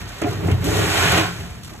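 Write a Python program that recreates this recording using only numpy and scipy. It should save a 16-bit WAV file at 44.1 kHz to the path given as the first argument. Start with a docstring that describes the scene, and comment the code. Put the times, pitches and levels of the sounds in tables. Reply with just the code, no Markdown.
"""Knocks, deep booms and a gritty scrape: a scoop digs through dry feed on a steel deck by a pond.
The scoop knocks into the load, is pushed through it and hums as it is lifted clear.
Pellets grind and hiss along the ringing scoop, the deck booms under the knocks, and a few pellets drop.
Water laps, drips and splashes over a low rumble. A phone with two microphone openings is close by."""
import sys
import numpy as np
from scipy import signal
from scipy.fft import rfft, irfft
from scipy.io import wavfile
from scipy.ndimage import uniform_filter1d

SR = 44100
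rng = np.random.default_rng(int(sys.argv[2]) if len(sys.argv) > 2 else 0)


def generate_wav(sig):
    """Save sig (samples, or channels by samples) to the path in sys.argv[1] as 16-bit PCM at SR."""
    pcm = np.round(np.clip(np.atleast_2d(sig).T, -1, 1) * 32767).astype(np.int16)
    wavfile.write(sys.argv[1], SR, pcm)


N = 79380

# how loudly the pond splashes: t/s, level/dB
SPLASH = [(0, -39), (.1, -41.5), (.16, -41.5), (.33, -35.5), (.42, -47.5), (.53, -46), (.6, -53),
          (1.2, -41), (1.6, -52.5), (1.69, -41.5), (1.8, -48)]
# the tone colour of a sharp click: f/Hz, level/dB
CLICK_COLOUR = [(200, -37), (1500, -11), (3000, 7), (5000, 1), (8000, 3.5), (12000, -4.5), (15000, -29)]
# the notes the scoop rings with: f/Hz, level/dB, time to fade by 60 dB/s
SCOOP_NOTES = [(321, -4.5, 0.25), (395, -2, 0.072), (421, -17, 0.48), (705, -8.5, 0.39), (1005, -15, 0.18),
               (1085, -3, 0.33), (1195, -14, .35), (1380, -9, 0.31), (1500, -14, 0.62), (1470, -5.5, 0.25),
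               (1888, 0.5, 0.28), (2360, 2.5, 0.16), (3070, -22, .17), (3798, -1.5, 0.19), (4470, -11, 0.2)]
# knocks of the scoop: t/s, thud/dB, clatter/dB, ring/dB, clatter fade time/s
KNOCKS = [(.217, -29, -13.5, -19, 0.013), (.243, -29, -21.5, -25, 0.011), (.29, -32, -38, -55, 0.02),
          (0.326, -28, -32, -30, 0.051), (.43, -24, -33, -41, 0.07), (0.4828, -41, -16.5, -31, 0.008),
          (0.4997, -42, -22.5, -38, 0.021), (1.175, -34, -19.5, -24, 0.017), (1.677, -70, -43, -53, 0.0077),
          (1.712, -48, -39.5, -36, 0.1)]
# the scoop drags on the floor under the feed: t/s, boom/dB, low scrape/dB
DRAG = [(.2, -53, -73), (.25, -29.5, -29), (.37, -27, -37), (.46, -19.5, -27.5), (.56, -23.5, -32.5),
        (.62, -23, -42), (.67, -25, -24.5), (.84, -22.5, -22), (.94, -30, -30), (1.05, -21, -32.5),
        (1.19, -25.5, -31.5), (1.3, -35, -39), (1.55, -38, -54), (1.8, -49, -67)]
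# the stroke through the feed: t/s, grinding/dB, hiss/dB
STROKE = [(.6, -41, -64), (.65, -32.5, -32), (.77, -25.5, -30), (.89, -25, -30), (.98, -19.5, -26.5),
          (1.08, -19, -27.5), (1.19, -19, -30.5), (1.235, -24.5, -37), (1.33, -37.5, -42.5),
          (1.46, -42, -46.5), (1.6, -49, -54), (1.8, -57, -53)]


def amp(db):
    """Turn decibels into a gain."""
    return 10 ** (np.asarray(db) / 20)


def unit(x):
    """Scale a sound to an average power of 1."""
    return x / np.sqrt(np.mean(x ** 2) + 1e-18)


def clock():
    """The time of every sample, in seconds."""
    return np.arange(N) / SR


def curve(table, column=1):
    """A gain that follows one dB column of a table over time."""
    rows = np.array(table)
    return amp(np.interp(clock(), rows[:, 0], rows[:, column]))


def direct(x):
    """Sounds have two rows, direct and scattered; this fills only the direct one."""
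    return np.array([x, np.zeros(N)])


def colour(x, points):
    """Give a sound a tone colour; white noise keeps its power."""
    size = 2 * N
    hz, db = np.array(points).T
    bins = np.fft.rfftfreq(size, 1 / SR)
    gain = unit(amp(np.interp(np.log(bins + 1), np.log(hz), db)))
    # fold the filter in time so that nothing sounds before its cause
    cepstrum = irfft(np.log(gain))
    cepstrum[1:N] *= 2
    cepstrum[N + 1:] = 0
    return irfft(rfft(x, size) * np.exp(rfft(cepstrum)))[..., :N]


def one_tap(notes):
    """After one tap, an object rings with several fading notes."""
    t = clock()
    return sum(amp(db) * np.cos(2 * np.pi * hz * t) * np.exp(-np.log(1000) * t / fade_s)
               for hz, db, fade_s in notes)


def ring(force, notes):
    """A force makes an object ring as if it were a string of tiny taps."""
    return signal.fftconvolve(force, one_tap(notes)[None], axes=1)[:, :N]


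def grains(per_s, fade_s, spread_db):
    """Tiny bursts of noise, uneven in size, at random moments."""
    hits = rng.random(N) < per_s / SR
    sizes = amp(spread_db * np.clip(rng.standard_normal(N), -2, 2))
    power = signal.lfilter([1], [1, -np.exp(-1 / (fade_s * SR))], hits * sizes ** 2)
    return unit(np.sqrt(power + 1e-12) * rng.standard_normal((2, N)))


def burst(start, fade_s, rise_s=0.0014):
    """A level that jumps up and dies away."""
    age = np.maximum(clock() - start, 0)
    return (1 - np.exp(-age / rise_s)) * np.exp(-age / fade_s)


def push(start, length_s):
    """The smooth force of one blow; a longer one sounds duller."""
    force = np.exp(-2 * (2 * (clock() - start - length_s / 2) / length_s) ** 2)
    return direct(force / force.sum())


def drift(per_s):
    """A smooth random wander, roughly between -1 and 1."""
    size = int(SR / per_s)
    steps = np.repeat(rng.standard_normal(N // size + 1), size)
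    return 1.17 * uniform_filter1d(steps, size)[:N]


def pond():
    """Water laps and sprays in tiny bursts over a low rumble."""
    # tone colours of the water and the rumble: f/Hz, level/dB
    water_colour = [(100, 4.5), (400, 2.5), (700, -7), (1150, 2.5), (2000, -2), (4000, -3.5), (6500, -5.5),
                    (8500, -11.5), (12000, -15), (15000, -17)]
    rumble_colour = [(20, -32), (40, -9.5), (60, 0), (92, 0), (140, -5.5), (250, -15), (500, -29),
                     (2000, -38), (12000, -47)]
    # how the rumble swells and dips: t/s, level/dB
    rumble_level = [(0, -30), (.2, -40), (.6, -30), (1, -34), (1.06, -64), (1.31, -45), (1.4, -33.5),
                    (1.8, -40)]
    spray = grains(per_s=460, fade_s=0.003, spread_db=0.5) * curve(SPLASH)
    rumble = colour(rng.standard_normal((2, N)), rumble_colour) * curve(rumble_level)
    return colour(spray, water_colour) + rumble


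def bubbles():
    """Small bubbles ring and rise in pitch, louder when the water splashes."""
    middle_hz, cycles, rise = 1505, 13.5, 0.111
    out = np.zeros(N)
    for when, pitch, size in rng.random(size=(45, 3)):
        hz = middle_hz * 2 ** (3 * pitch - 1.5)
        age = np.clip((clock() - when * N / SR) * hz / cycles, 0, 8)  # counted in fade times
        tone = np.sin(2 * np.pi * cycles * age * (1 + rise * age / 2))
        out += size ** 2 * np.exp(-age) * tone * (age < age.max())
    return direct(amp(-10) * unit(out) * curve(SPLASH))


def ticks():
    """Single sharp ticks: water drops in the pond, pellets snapping or dropping on the deck, and the blade edge
    catching as the stroke begins."""
    # one tick a row: t/s, level/dB, fade time/s
    clicks = [(.006, -43, 0.019), (.088, -31, 0.0054), (0.184, -34.5, 0.0053), (0.216, -22, 0.0044),
              (.318, -47, 0.023), (.47, -35, 0.015), (0.513, -27, 0.005), (0.642, -22, 0.0037),
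              (0.768, -16, 0.0025), (1.118, -15, 0.0053), (1.177, -19, 0.0055), (1.6324, -32, 0.0057),
              (1.645, -38, 0.021), (1.735, -33, 0.0027)]
    level = sum(amp(db) * burst(s, fade_s) for s, db, fade_s in clicks)
    return colour(level * rng.standard_normal((2, N)), CLICK_COLOUR)


def grit():
    """Hard pellets click one by one on the blade while the feed slides."""
    clicks = grains(per_s=110, fade_s=0.0008, spread_db=3)
    return colour(amp(-9.5) * clicks * curve(STROKE, column=2), CLICK_COLOUR)


def bite():
    """The edge catches with a thin metallic tick as the stroke begins."""
    hz, wobble = 11900, 0.045
    tone = np.sin(2 * np.pi * hz * np.cumsum(1 + wobble * drift(per_s=2000)) / SR)
    return direct(amp(-27) * burst(start=0.6415, fade_s=0.006) * tone)


def creaks():
    """The edge sticks and slips, making short, shaky tones that slide in pitch."""
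    # one creak a row: t/s, length/s, first f/Hz, last f/Hz, level/dB
    slips = [(0.219, 0.053, 335, 275, -24), (0.253, 0.041, 700, 708, -25.5), (0.479, 0.009, 731, 628, -27),
             (0.633, 0.0615, 264.1, 319, -23.5), (1.158, 0.091, 332, 303, -25)]
    wobble, octave_db = 0.049, -13.5
    out = np.zeros(N)
    for start, length, from_hz, to_hz, db in slips:
        along = np.clip((clock() - start) / length, 0, 1)
        waver = unit(uniform_filter1d(rng.standard_normal(N), size=130))
        hz = (from_hz + (to_hz - from_hz) * along) * (1 + wobble * waver)
        phase = 2 * np.pi * np.cumsum(hz) / SR
        swell = np.sqrt(2 * np.abs(np.sin(np.pi * along)))
        out += amp(db) * swell * (np.sin(phase) + amp(octave_db) * np.sin(2 * phase))
    return direct(out)


def crunches():
    """Clumps of feed give way under the edge."""
    # one clump a row: t/s, level/dB, fade time/s
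    clumps = [(.232, -31, 0.013), (0.515, -26, 0.012), (1.174, -12.5, 0.0058), (1.405, -33, 0.0075)]
    # the tone colour of a crunch: f/Hz, level/dB
    crunch_colour = [(300, -21), (1300, -11), (2300, 4), (3200, 3), (4500, -15), (12000, -39)]
    breaking = sum(amp(db) * burst(s, fade_s) for s, db, fade_s in clumps)
    return colour(breaking * grains(per_s=3400, fade_s=0.001, spread_db=2.5), crunch_colour)


def blade():
    """Grinding makes the thin blade shimmer with many weak high notes; it hums as it comes free."""
    # moments when the scoop comes free: t/s, level/dB
    releases = [(1.12, -21.5), (1.25, -30), (1.66, -45)]
    low_hz, high_hz, ring_s, hum_hz = 1002, 7985, 0.39, 174.6
    heights, sizes = rng.random(size=(60, 2)).T
    pitches = low_hz * (high_hz / low_hz) ** heights
    levels_db = 20 * np.log10(sizes + 0.072) - 12 * heights
    notes = [(hz, db, ring_s) for hz, db in zip(pitches, levels_db)]
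    rubbing = rng.standard_normal((2, N)) * curve(STROKE)
    shimmer = amp(-6.5) * ring(rubbing, notes) / np.linalg.norm(one_tap(notes))
    hum_level = sum(amp(db) * burst(s, fade_s=0.11, rise_s=0.0091) for s, db in releases)
    return shimmer + direct(hum_level * np.sin(2 * np.pi * hum_hz * clock()))


def deck():
    """The steel deck booms under knocks and thumps, and the dragging scoop keeps it humming."""
    # the notes the deck rings with: f/Hz, level/dB, time to fade by 60 dB/s
    deck_notes = [(54.4, -18, 0.5), (92.5, -4, 0.33), (102.55, -3, 0.44), (125.4, -5, 0.4),
                  (166.9, -13, 0.88), (219, -33, 0.47), (311.8, -16.5, 0.28)]
    # dull thumps on the deck: t/s, level/dB
    thumps = [(0.029, -37), (0.396, -27), (0.427, -21), (0.449, -19), (0.5144, -5.5), (.6, -19.5),
              (0.679, -15.5), (0.816, -30), (1.008, -25.5), (1.121, -14)]
    evenness = 0.54  # 0 leaves the hum's random swells, 1 flattens them
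    blows = sum(amp(db) * push(s, length_s=0.0055) for s, db in thumps)
    blows += sum(amp(db) * push(s, length_s=0.0021) for s, db, *_ in KNOCKS)
    rubbed = ring(rng.standard_normal((2, N)), deck_notes)
    swell = np.sqrt(uniform_filter1d(rubbed ** 2, size=900) + 1e-9)
    boom = ring(blows, deck_notes) + unit(rubbed / swell ** evenness) * curve(DRAG)
    # the plate gives off little deep bass
    return signal.sosfilt(signal.butter(4, 65, "high", fs=SR, output="sos"), boom)


def knocks():
    """Each knock rings the scoop and shakes the feed into a short clatter."""
    # the tone colour of the clatter: f/Hz, level/dB
    clatter_colour = [(60, -24.5), (200, -0.5), (350, -0.5), (520, -8), (750, -6.5), (1100, -16),
                      (2500, -15), (4000, -41), (8000, -42), (15000, -50)]
    shake = sum(amp(db) * burst(s, fade_s) for s, _, db, _, fade_s in KNOCKS)
    taps = sum(amp(db) * push(s, length_s=0.0011) for s, _, _, db, _ in KNOCKS)
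    clatter = shake * grains(per_s=1100, fade_s=0.0027, spread_db=2)
    return colour(clatter, clatter_colour) + ring(taps, SCOOP_NOTES)


def loaded_scoop(force):
    """The shifting load shortens the scoop's ring and bends each note up and down."""
    bend, damping_per_s = 0.0092, 1.1
    out = 0
    for hz, db, fade_s in SCOOP_NOTES:
        bent_hz = hz * (1 + bend * drift(per_s=7))
        tone = np.exp(2j * np.pi * np.cumsum(bent_hz) / SR)
        kept = np.exp(-(np.log(1000) / fade_s + damping_per_s) / SR)  # ring left after one sample
        out += amp(db) * (tone * signal.lfilter([1], [1, -kept], force / tone)).real
    return out


def stroke():
    """Pellets grind on the scoop, ring it and hiss over each other; the edge scrapes low underneath."""
    # tone colours of the grinding, the hiss and the scrape: f/Hz, level/dB
    grind_colour = [(100, -14), (300, -3.5), (520, -2), (730, 4), (950, -1), (1400, -1.5), (1750, -1.5),
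                    (2700, -2), (3500, -4), (4300, -9.5), (7000, -19.5), (15000, -33)]
    hiss_colour = [(300, -14), (1500, -4), (3000, 4), (4500, 3), (7000, 5), (8800, 1.5), (11000, -1),
                   (13000, -6), (15000, -7)]
    scrape_colour = [(120, -18), (240, -19), (315, -1.5), (360, -10), (412, 3), (490, -16.5), (700, -14.5),
                     (2000, -47)]
    effort = curve(STROKE)
    contacts = grains(per_s=5300, fade_s=0.0036, spread_db=-1)
    grind = colour(contacts * effort, grind_colour)
    ringing = amp(-8.5) * unit(loaded_scoop(contacts)) * effort
    hiss = grains(per_s=8300, fade_s=0.001, spread_db=1) * curve(STROKE, column=2)
    scrape = grains(per_s=650, fade_s=0.0061, spread_db=3) * curve(DRAG, column=2)
    return grind + ringing + colour(hiss, hiss_colour) + colour(scrape, scrape_colour)


def microphones(sound):
    """Direct sound reaches both openings a little out of step; scattered sound sets them apart."""
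    # how the two openings compare: f/Hz, likeness/0-1, left minus right/dB
    balance = [(59, 0.91, -2.5), (130, 0.92, 3), (300, 0.66, -1.5), (905, 0.97, -4), (1350, .8, -2.5),
               (2000, 0.28, -2), (4000, 0.35, 1.9), (4810, 1, -3.5), (5930, 0.38, 2), (6800, 1, 0),
               (8300, 0.32, -2.5), (9500, 1, 6.5), (12000, 1, -1), (12300, 1, -0.5), (15000, 1, -0.5)]
    # how far the left one is ahead: f/Hz, phase/radians
    left_lead = [(0, 0), (130, -.35), (300, -.85), (950, -1.2), (1450, -.1), (1900, .6), (2300, -1.9),
                 (3000, -2.2), (3900, -3.5), (5300, -3), (6600, -.1), (7600, .1), (9200, 2.9), (10200, 3.4),
                 (11800, 6.2), (13400, 6.4), (14300, 9.2), (15500, 9.5)]
    bins = np.fft.rfftfreq(2 * N, 1 / SR)
    hz, *columns = np.array(balance).T
    likeness, tilt_db = (np.interp(bins, hz, column) for column in columns)
    lead = np.interp(bins, *np.array(left_lead).T)
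    shared, scattered = rfft(sound, 2 * N)
    side = np.array([[1], [-1]])  # left, right
    both = shared * np.sqrt((1 + likeness) / 2) + side * scattered * np.sqrt((1 - likeness) / 2)
    return irfft(both * amp(side * tilt_db / 2) * np.exp(1j * side * lead / 2))[:, :N]


def scene():
    """All the sounds together, as they reach the phone."""
    digging = deck() + knocks() + crunches() + creaks() + bite() + stroke() + grit()
    return microphones(digging + ticks() + pond() + blade() + bubbles())


def record(dry):
    """The phone cuts the deepest bass and the highest treble."""
    low_hz, top_hz = 35, 14600
    thin = signal.sosfilt(signal.butter(2, low_hz, "high", fs=SR, output="sos"), dry)
    return signal.sosfilt(signal.ellip(8, .2, 70, top_hz, fs=SR, output="sos"), thin)


dry = scene()
out = record(dry)
generate_wav(out)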